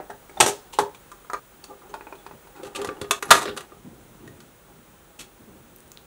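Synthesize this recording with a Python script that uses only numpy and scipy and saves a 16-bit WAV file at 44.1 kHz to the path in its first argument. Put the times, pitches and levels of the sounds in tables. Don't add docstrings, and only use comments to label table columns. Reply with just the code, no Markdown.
import sys
import numpy as np
from scipy import signal
from scipy.fft import rfft, irfft
from scipy.io import wavfile
from scipy.ndimage import uniform_filter1d

SR = 44100
rng = np.random.default_rng(int(sys.argv[2]) if len(sys.argv) > 2 else 0)


def ratio_of_db(decibels):
    return 10 ** (np.asarray(decibels, float) / 20)


def master_out(mix):
    frames = np.transpose(np.atleast_2d(mix))
    ceiling = np.clip(frames, -1, 1)
    pcm = np.round(ceiling * 32767).astype(np.int16)
    wavfile.write(sys.argv[1], SR, pcm)


N = 267231
T = np.arange(N) / SR

# start t/s, hush gain/dB
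TAKES = [(0, 0), (.19, 0), (.70, 0), (.98, 0), (1.395, -.5), (1.888, 0), (2.63, 0), (3.195, 0), (3.66, -1),
         (4.5, -1.5)]
# t/s, part peak level/dB, stand over part/dB,
# brightness over part/dB
SNAPS = [(0.001, -34.5, 6, -41), (0.101, -32, -15, -16), (0.226, -49, -15, -23), (0.295, -40.5, 0, -14),
         (0.407, -7, -11, -10), (0.427, -13.5, -4, -8), (0.462, -14, -0.5, -5.5), (0.484, -22.5, 3, -8.5),
         (0.7875, -8.5, -15.5, -14), (0.947, -40, -24, -7), (1.116, -38, -13, -9), (1.246, -47, -29, -20),
         (1.299, -27.5, -14.5, -21), (1.333, -23, -9, -13), (1.343, -23.5, -40, -32), (1.641, -46, -23, 5),
         (1.819, -46.5, -33, -25),
         (1.94, -27, -35, -10), (1.95, -37, -17, -15), (2.009, -34, -5.5, -26), (2.069, -34, -5, -43),
        (2.125, -31.5, -5, -32), (2.153, -50, 6.5, -0.5), (2.264, -32, -11, -11), (2.311, -35, -8, -31),
        (2.349, -53, 8.5, -16), (2.451, -48.5, -1, -20), (2.472, -43.5, -21, -11), (2.816, -32, 4, 0),
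        (2.846, -25.5, 0, -4.5), (2.872, -36, 0, -0.5), (2.889, -25.5, -3.5, -45), (2.968, -46.5, -14, -20),
        (3.014, -31.5, 3, 1), (3.044, -33, 1, -28), (3.109, -12.5, -15, 0),
         (3.225, -22, -8.5, -5), (3.314, -6, -12.5, -7), (3.455, -28.5, 2, 0), (3.479, -28.5, 1.5, -15),
          (3.574, -30, -10.5, 0.5), (3.607, -38, -4, 0), (3.722, -53, 11, -16), (4.276, -48.5, 1.5, 0.5),
          (4.403, -46, -13.5, -0.5)]
# t/s, part peak level/dB, stand over part/dB, brightness over part/dB, rattle/ms
SLIDES = [(0.094, -33.5, 1.5, -34, 8.1), (0.3704, -30.5, -19, -27, 1.25), (0.4012, -7.5, -6, -2, 2.3),
          (0.724, -35, -19.5, -3, 11.2), (.796, -33, 2, -4, 5.1), (1.69, -52, 12, -10, 12),
          (1.892, -54, 9, -2, 5), (2.184, -56, -6, -1, 6), (2.549, -45, -3, -5.5, 15),
          (2.63, -42.5, 10.5, 0, 1.8), (2.645, -42, 4.5, -2, 3.7), (2.665, -45, -4, 0, 2.9),
          (2.749, -32.5, -0.5, 3.5, 4), (2.78, -37, 8, -12, 14.5), (2.90, -47, 13.5, -17, 8.3),
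          (3.279, -34.5, -6, -7.5, 17), (3.306, -1.5, -20.5, -3, 2.32), (3.47, -43, 10.5, 7.5, 9.3),
          (3.564, -35, -2, -4.5, 0.94), (5.189, -46.5, -17, 9.5, 4.5), (5.197, -46, -10, 8, 9.9)]
# t/s, part peak level/dB
SETTLING = [(.432, -28.5), (.47, -23.5), (3.325, -23.5), (3.342, -23), (3.363, -26.5), (3.404, -28)]
SNAP_RATTLE_MS = 2.376
SETTLE_STAND_DB, SETTLE_BRIGHT_DB, SETTLE_RATTLE_MS = -7.5, -2.5, 8.35

PART_STARTS = [
    0,
    .70,
    .98,
    1.90,
    2.63,
    3.195,
    3.44,
    3.55,
    4.0,
]
PART_GRIT_DB = [10, 3.8, 8.1, 6.8, 10.2, 15, 15, 14.5, 18]
PART_FIZZ_DB = [1.5, -2, 2, -6, -3.5, -2, -11, -1.5, -1.5]
PART_STRETCH = [0.98, 1, 0.67, 0.74, .66, 0.57, 0.95, 0.66, .65]
SLIDE_STRETCH = 0.8
HELD = 0.82
GRIT_T60_S = 0.069

# f/Hz, level/dB, t60/s
SWORD_MODES = [(618, 2.5, 0.11), (764, 14, 0.056), (879, 0.5, 0.088), (1265, 0.5, .07), (1611, 1, 0.095),
               (1917, -1, 0.052), (3600, -15.5, .035), (5830, 9.5, 0.018), (8400, -1.5, 0.087),
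               (8300, 0, 0.037)]
# f/Hz, level/dB, t60/s
HILT_MODES = [(877, 8, 0.034), (1012, 12, 0.013), (1780, -32, 0.086), (2900, -7, 0.046), (3300, -21, 0.046),
              (4830, -18, .02)]
# f/Hz, level/dB, t60/s
ROD_MODES = [(1015, 0.5, 0.1), (1220, 5, 0.072), (1311, -5, 0.16), (1590, -5.5, 0.056), (2400, -24, 0.034),
             (4160, -16, 0.025), (6460, 3, 0.042)]
# f/Hz, level/dB, t60/s
SHIELD_MODES = [(614, 8, 0.026), (870, 6, 0.044), (1000, -1, 0.043), (1370, -3, 0.047), (2500, 4.5, 0.065),
                (3500, -10, .03)]
# f/Hz, level/dB, t60/s
CLAMP_MODES = [(688, -15, 0.19), (1200, -2, 0.14), (1390, -20, 0.11), (1780, -24, 0.14), (2640, 9.5, 0.016),
               (3450, 2, 0.028), (7700, -21, .02)]
# f/Hz, level/dB, t60/s
HEAD_MODES = [(872, -17.5, 0.15), (1018, -13.5, 0.15), (1209, 1.5, 0.087), (1411, -7, 0.16),
              (1675, 2, 0.031), (1922, -9.5, 0.13), (2500, 1.5, 0.058), (2820, 0, 0.18), (3768, 0.5, 0.076),
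              (6330, -9, 0.027), (7900, -14, .03)]
# f/Hz, level/dB, t60/s
FAR_MODES = [(944, -20.5, 0.039), (1870, -2, 0.16), (2500, 9, 0.033), (4490, 9.5, 0.038),
             (8100, -1.5, 0.043)]
# f/Hz, level/dB, t60/s
STAND_MODES = [(233, -25, 0.031), (306.8, -12.5, .09), (410.9, -2, 0.2), (498.8, -4, 0.097),
               (566, -9.5, 0.11), (735.7, -10.5, 0.15), (865, -4, 0.027), (1210, -4, 0.027)]

# t/s, level/dB, f/Hz, t60/s
PINGS = [(.296, -37, 2280, 0.037), (.374, -40.5, 3600, 0.07), (.7995, -23.5, 920, .13),
         (.825, -27.5, 908, .14), (.947, -44, 2400, .04), (1.64, -30, 4520, 0.019), (1.70, -38.5, 825, .12),
         (2.187, -48.5, 3430, .1), (2.552, -48.5, 1980, .05), (2.968, -47, 2900, .05),
         (3.112, -20, 3500, 0.063), (3.112, -18.5, 1220, 0.1), (3.28, -50, 2500, 0.092),
         (3.255, -34, 11000, .05), (3.575, -49, 12300, .04), (3.58, -36, 8400, .15),
         (3.72, -39.5, 1200, 0.057), (4.277, -43, 1870, 0.083)]
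# t/s, peak level/dB, f/Hz
TICKS = [(5.762, -30.5, 13000), (5.786, -42, 9020), (5.805, -37.5, 9200), (5.879, -44, 8500),
         (5.918, -31.5, 6970), (5.92, -32.5, 14800), (5.9735, -33, 3850)]
# t/s, level/dB
RUBS = [(0.0, -31.5), (0.15, -61), (0.48, -43.5), (0.72, -51.5), (1.1, -53.5), (1.42, -66), (1.65, -48),
        (2.14, -49), (2.4, -62.5), (2.65, -39), (2.73, -47), (2.8, -30), (3.14, -56), (3.3, -34),
        (3.45, -37.5), (3.64, -51), (4.37, -58), (4.9, -55)]
# peak t/s, level/dB, fall t60/s
SCRAPES = [(.48, -38, .37), (2.58, -77, .9), (3.23, -62, .9), (3.3, -61, 1.1), (3.6, -59.5, .25)]
# peak t/s, level/dB, fall t60/s
ARMS = [(0.0, -47, .11), (.13, -49, 0.25), (.41, -32, .4), (.49, -40, 0.27), (.8, -35, 0.21),
        (1.35, -62, 1), (2.34, -42, 0.11), (2.65, -47, 0.41), (2.8, -48, .6), (2.88, -36.5, 0.096),
        (3.02, -34, .21), (3.105, -40, 0.29), (3.31, -25, 0.35), (3.48, -35.5, 0.41), (3.73, -50.5, 1.6),
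        (3.86, -34.5, 0.26), (3.92, -46.5, 2.15), (4.21, -42.5, 1.6), (4.7, -48.5, 1.3),
        (5.205, -44.5, 0.24), (5.4, -47, 3)]
ARM_RISE_T60_S, SCRAPE_RISE_T60_S = 0.08, 0.3

# f/Hz, t60/s
ROOM = [(100, 0.14), (400, 0.3), (1500, 0.22), (5000, 0.19), (10000, 0.2), (16000, 0.074)]
ROOM_DB, ROOM_GAP_S = -11, 0.0064
# f/Hz, level/dB per Hz
HUSH = [(20, -19.5), (45, 1), (90, -9), (160, -4.5), (300, -9.5), (500, -7), (700, -13), (1400, -12),
        (2000, -18), (3600, -20.5), (5000, -27), (6300, -22.5), (9000, -21.5), (15400, -28)]
HUSH_DB = -52.5
# t/s, level/dB
WHINE = [(0, -58), (2.63, -63), (3.195, -62), (4.5, -60)]
WHINE_HZ = 15576.6
TOP_HZ = 15720


def snaps():
    out = np.zeros(N + SR)
    settling = [(*row, SETTLE_STAND_DB, SETTLE_BRIGHT_DB, SETTLE_RATTLE_MS) for row in SETTLING]
    for row in SNAPS:
        place(out, row[0], snap(*row, SNAP_RATTLE_MS, slide=False))
    for row in SLIDES + settling:
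        place(out, row[0], snap(*row, slide=True))
    return out[:N]


def snap(s, part_db, stand_db, bright_db, rattle_ms, slide):
    parts = [SWORD_MODES, HILT_MODES, ROD_MODES, SHIELD_MODES, CLAMP_MODES,
             HEAD_MODES, HEAD_MODES, HEAD_MODES, FAR_MODES]
    k = np.searchsorted(PART_STARTS, s, "right") - 1
    stretch = SLIDE_STRETCH if slide else PART_STRETCH[k]
    t = T[:6500]
    hits = contacts(rattle_ms, slide)
    body = ring(parts[k], t, stretch, 1.3, 0.035) + ring(STAND_MODES, t, HELD * stretch, 4.0, 0.035)
    if slide:
        body = signal.fftconvolve(body, hits)[:len(t)]
    grit_power = signal.fftconvolve(fade(t, GRIT_T60_S * stretch) ** 2, hits ** 2)[:len(t)]
    grit = np.sqrt(np.abs(grit_power)) * band(rng.standard_normal(len(t)), 810, 7600)
    hit = body + ratio_of_db(PART_GRIT_DB[k] + 1.5 * slide) * grit
    part, stand = band(hit, 544, 1745), band(hit, 277, 620)
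    crack, fizz = band(hit, 2350, 4630), band(hit, 5510, 15000)
    balance = [(part, 0), (stand, stand_db), (crack, bright_db), (fizz, bright_db + PART_FIZZ_DB[k])]
    return sum(ratio_of_db(part_db + over_db) * x / top_rms(x) for x, over_db in balance)


def contacts(rattle_ms, slide):
    age = T[:3000] * 1000 / rattle_ms
    chance, force = rng.standard_normal((2, len(age)))
    hits = (chance > 1.9) * force * np.exp(-age) * (age if slide else 0.3)
    hits[0] = 0.15 if slide else 1.3
    return hits


def ring(modes, t, stretch, scatter_db, spread):
    hz, db, t60 = np.repeat(np.transpose(modes), 3, axis=1)[:, :, None]
    level_luck, pitch_luck, late = rng.standard_normal((3, len(hz), 1))
    side = np.arange(len(hz))[:, None] % 3 - 1
    t60 = np.minimum(t60 * stretch, 3.4 / np.sqrt(hz))
    hz = hz * (1 + spread * (side + 0.53 * pitch_luck))
    level = ratio_of_db(db + scatter_db * level_luck - 9 * abs(side))
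    waves = np.sin(2 * np.pi * hz * t + 1.61 * late * side)
    onset = 1 - fade(t, 0.0029)
    return np.sum(level * fade(t, t60) * waves, axis=0) * onset


def pings():
    out = np.zeros(N + SR)
    for s, db, hz, t60 in PINGS:
        place(out, s, ring([(hz, db, t60)], T[:8000], 0.71, 0, 0.013))
    return out[:N]


def ticks():
    out, t = np.zeros(N + SR), T[:400]
    for s, db, hz in TICKS:
        start = int(s * SR)
        out[start:start + len(t)] += ratio_of_db(db + 7) * np.sin(2 * np.pi * hz * t) * fade(t, 12 / hz)
    return out[:N]


def hands():
    jerks = rng.standard_normal(N) * ratio_of_db(1.3 * rng.exponential(size=N))
    slips = jerks * (rng.random(N) < 0.03)
    return finger_rub(slips) + skin_scrapes(slips) + forearms()


def finger_rub(slips):
    rung = signal.fftconvolve(slips, ring(STAND_MODES, T[:6000], 0.46, 0, 0.087))[:N]
    rub = unit(rung) + 0.63 * unit(band(slips, 310, 910))
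    rub *= ratio_of_db(2.9 * walk(24))
    return ratio_of_db(np.interp(T, *np.transpose(RUBS)) - 6) * unit(rub)


def skin_scrapes(slips):
    hiss = band(slips + 0.8 * rng.standard_normal(N), 2200, 10000)
    return swells(SCRAPES, SCRAPE_RISE_T60_S) * unit(hiss)


def forearms():
    rumble = band(rng.standard_normal(N), 83, 330) * ratio_of_db(2.0 * walk(25))
    return ratio_of_db(-3.5) * swells(ARMS, ARM_RISE_T60_S) * unit(rumble)


def room(dry):
    t, tail = T[:SR // 2], 0
    room_hz, room_t60 = np.transpose(ROOM)
    for hz in 125 * 2. ** np.arange(7):
        t60 = np.interp(np.log(hz * np.sqrt(2)), np.log(room_hz), room_t60)
        tail = tail + band(rng.standard_normal(len(t)), hz, 2 * hz) * fade(t, t60)
    tail = tail * (1 - np.exp(-t / ROOM_GAP_S))
    tail = ratio_of_db(ROOM_DB) * tail / np.sqrt(np.sum(tail ** 2))
    edges = [int(row[0] * SR) for row in TAKES[1:]]
    return np.concatenate([signal.fftconvolve(x, tail)[:len(x)] for x in np.split(dry, edges)])


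def hush():
    hz, db = np.transpose(HUSH)
    bins = np.arange(N // 2 + 1) * SR / N + 1
    colour = ratio_of_db(np.interp(np.log(bins), np.log(hz), db))
    noise = unit(irfft(rfft(rng.standard_normal(N)) * colour, N))
    whine = np.sqrt(2) * np.sin(2 * np.pi * WHINE_HZ * T) * ratio_of_db(stepped(WHINE) + 0.5 * walk(3.8))
    return noise * ratio_of_db(HUSH_DB + stepped(TAKES) + 0.21 * walk(6.3)) + whine


def place(out, s, sound):
    end = min([row[0] for row in TAKES if row[0] > s] + [N / SR])
    start = int(s * SR)
    out[start:start + len(sound)] += sound * (s + T[:len(sound)] < end)


def stepped(table):
    starts, db = np.transpose(table)
    return db[np.searchsorted(starts, T, "right") - 1]


def swells(rows, rise_t60):
    power = 0
    for s, db, t60 in rows:
        power = power + (ratio_of_db(db) * fade(abs(T - s), np.where(T < s, rise_t60, t60))) ** 2
    return np.sqrt(power)


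def walk(rate):
    k = int(SR / rate)
    steps = np.repeat(rng.standard_normal(N // k + 1), k)
    return unit(uniform_filter1d(steps, k)[:N])


def fade(t, t60):
    return np.exp(-np.log(1000) * t / t60)


def band(x, lo_hz, hi_hz):
    return signal.sosfilt(signal.butter(2, [lo_hz, hi_hz], "band", fs=SR, output="sos"), x)


def unit(x):
    return x / np.sqrt(np.mean(x ** 2) + 1e-30)


def top_rms(x):
    return np.sqrt(uniform_filter1d(x ** 2, size=176).max())


def scene():
    near = snaps() + pings() + ticks() + hands()
    return (near + room(near) + hush())[None]


def low_pass(x):
    return signal.sosfilt(signal.butter(12, 15800, fs=SR, output="sos"), x)


def record(dry):
    top_cut = signal.ellip(12, 0.2, 70, TOP_HZ, fs=SR, output="sos")
    mix = np.clip(signal.sosfilt(top_cut, dry), -0.98, 0.98)
    return low_pass(mix)


dry = scene()
out = record(dry)
master_out(out)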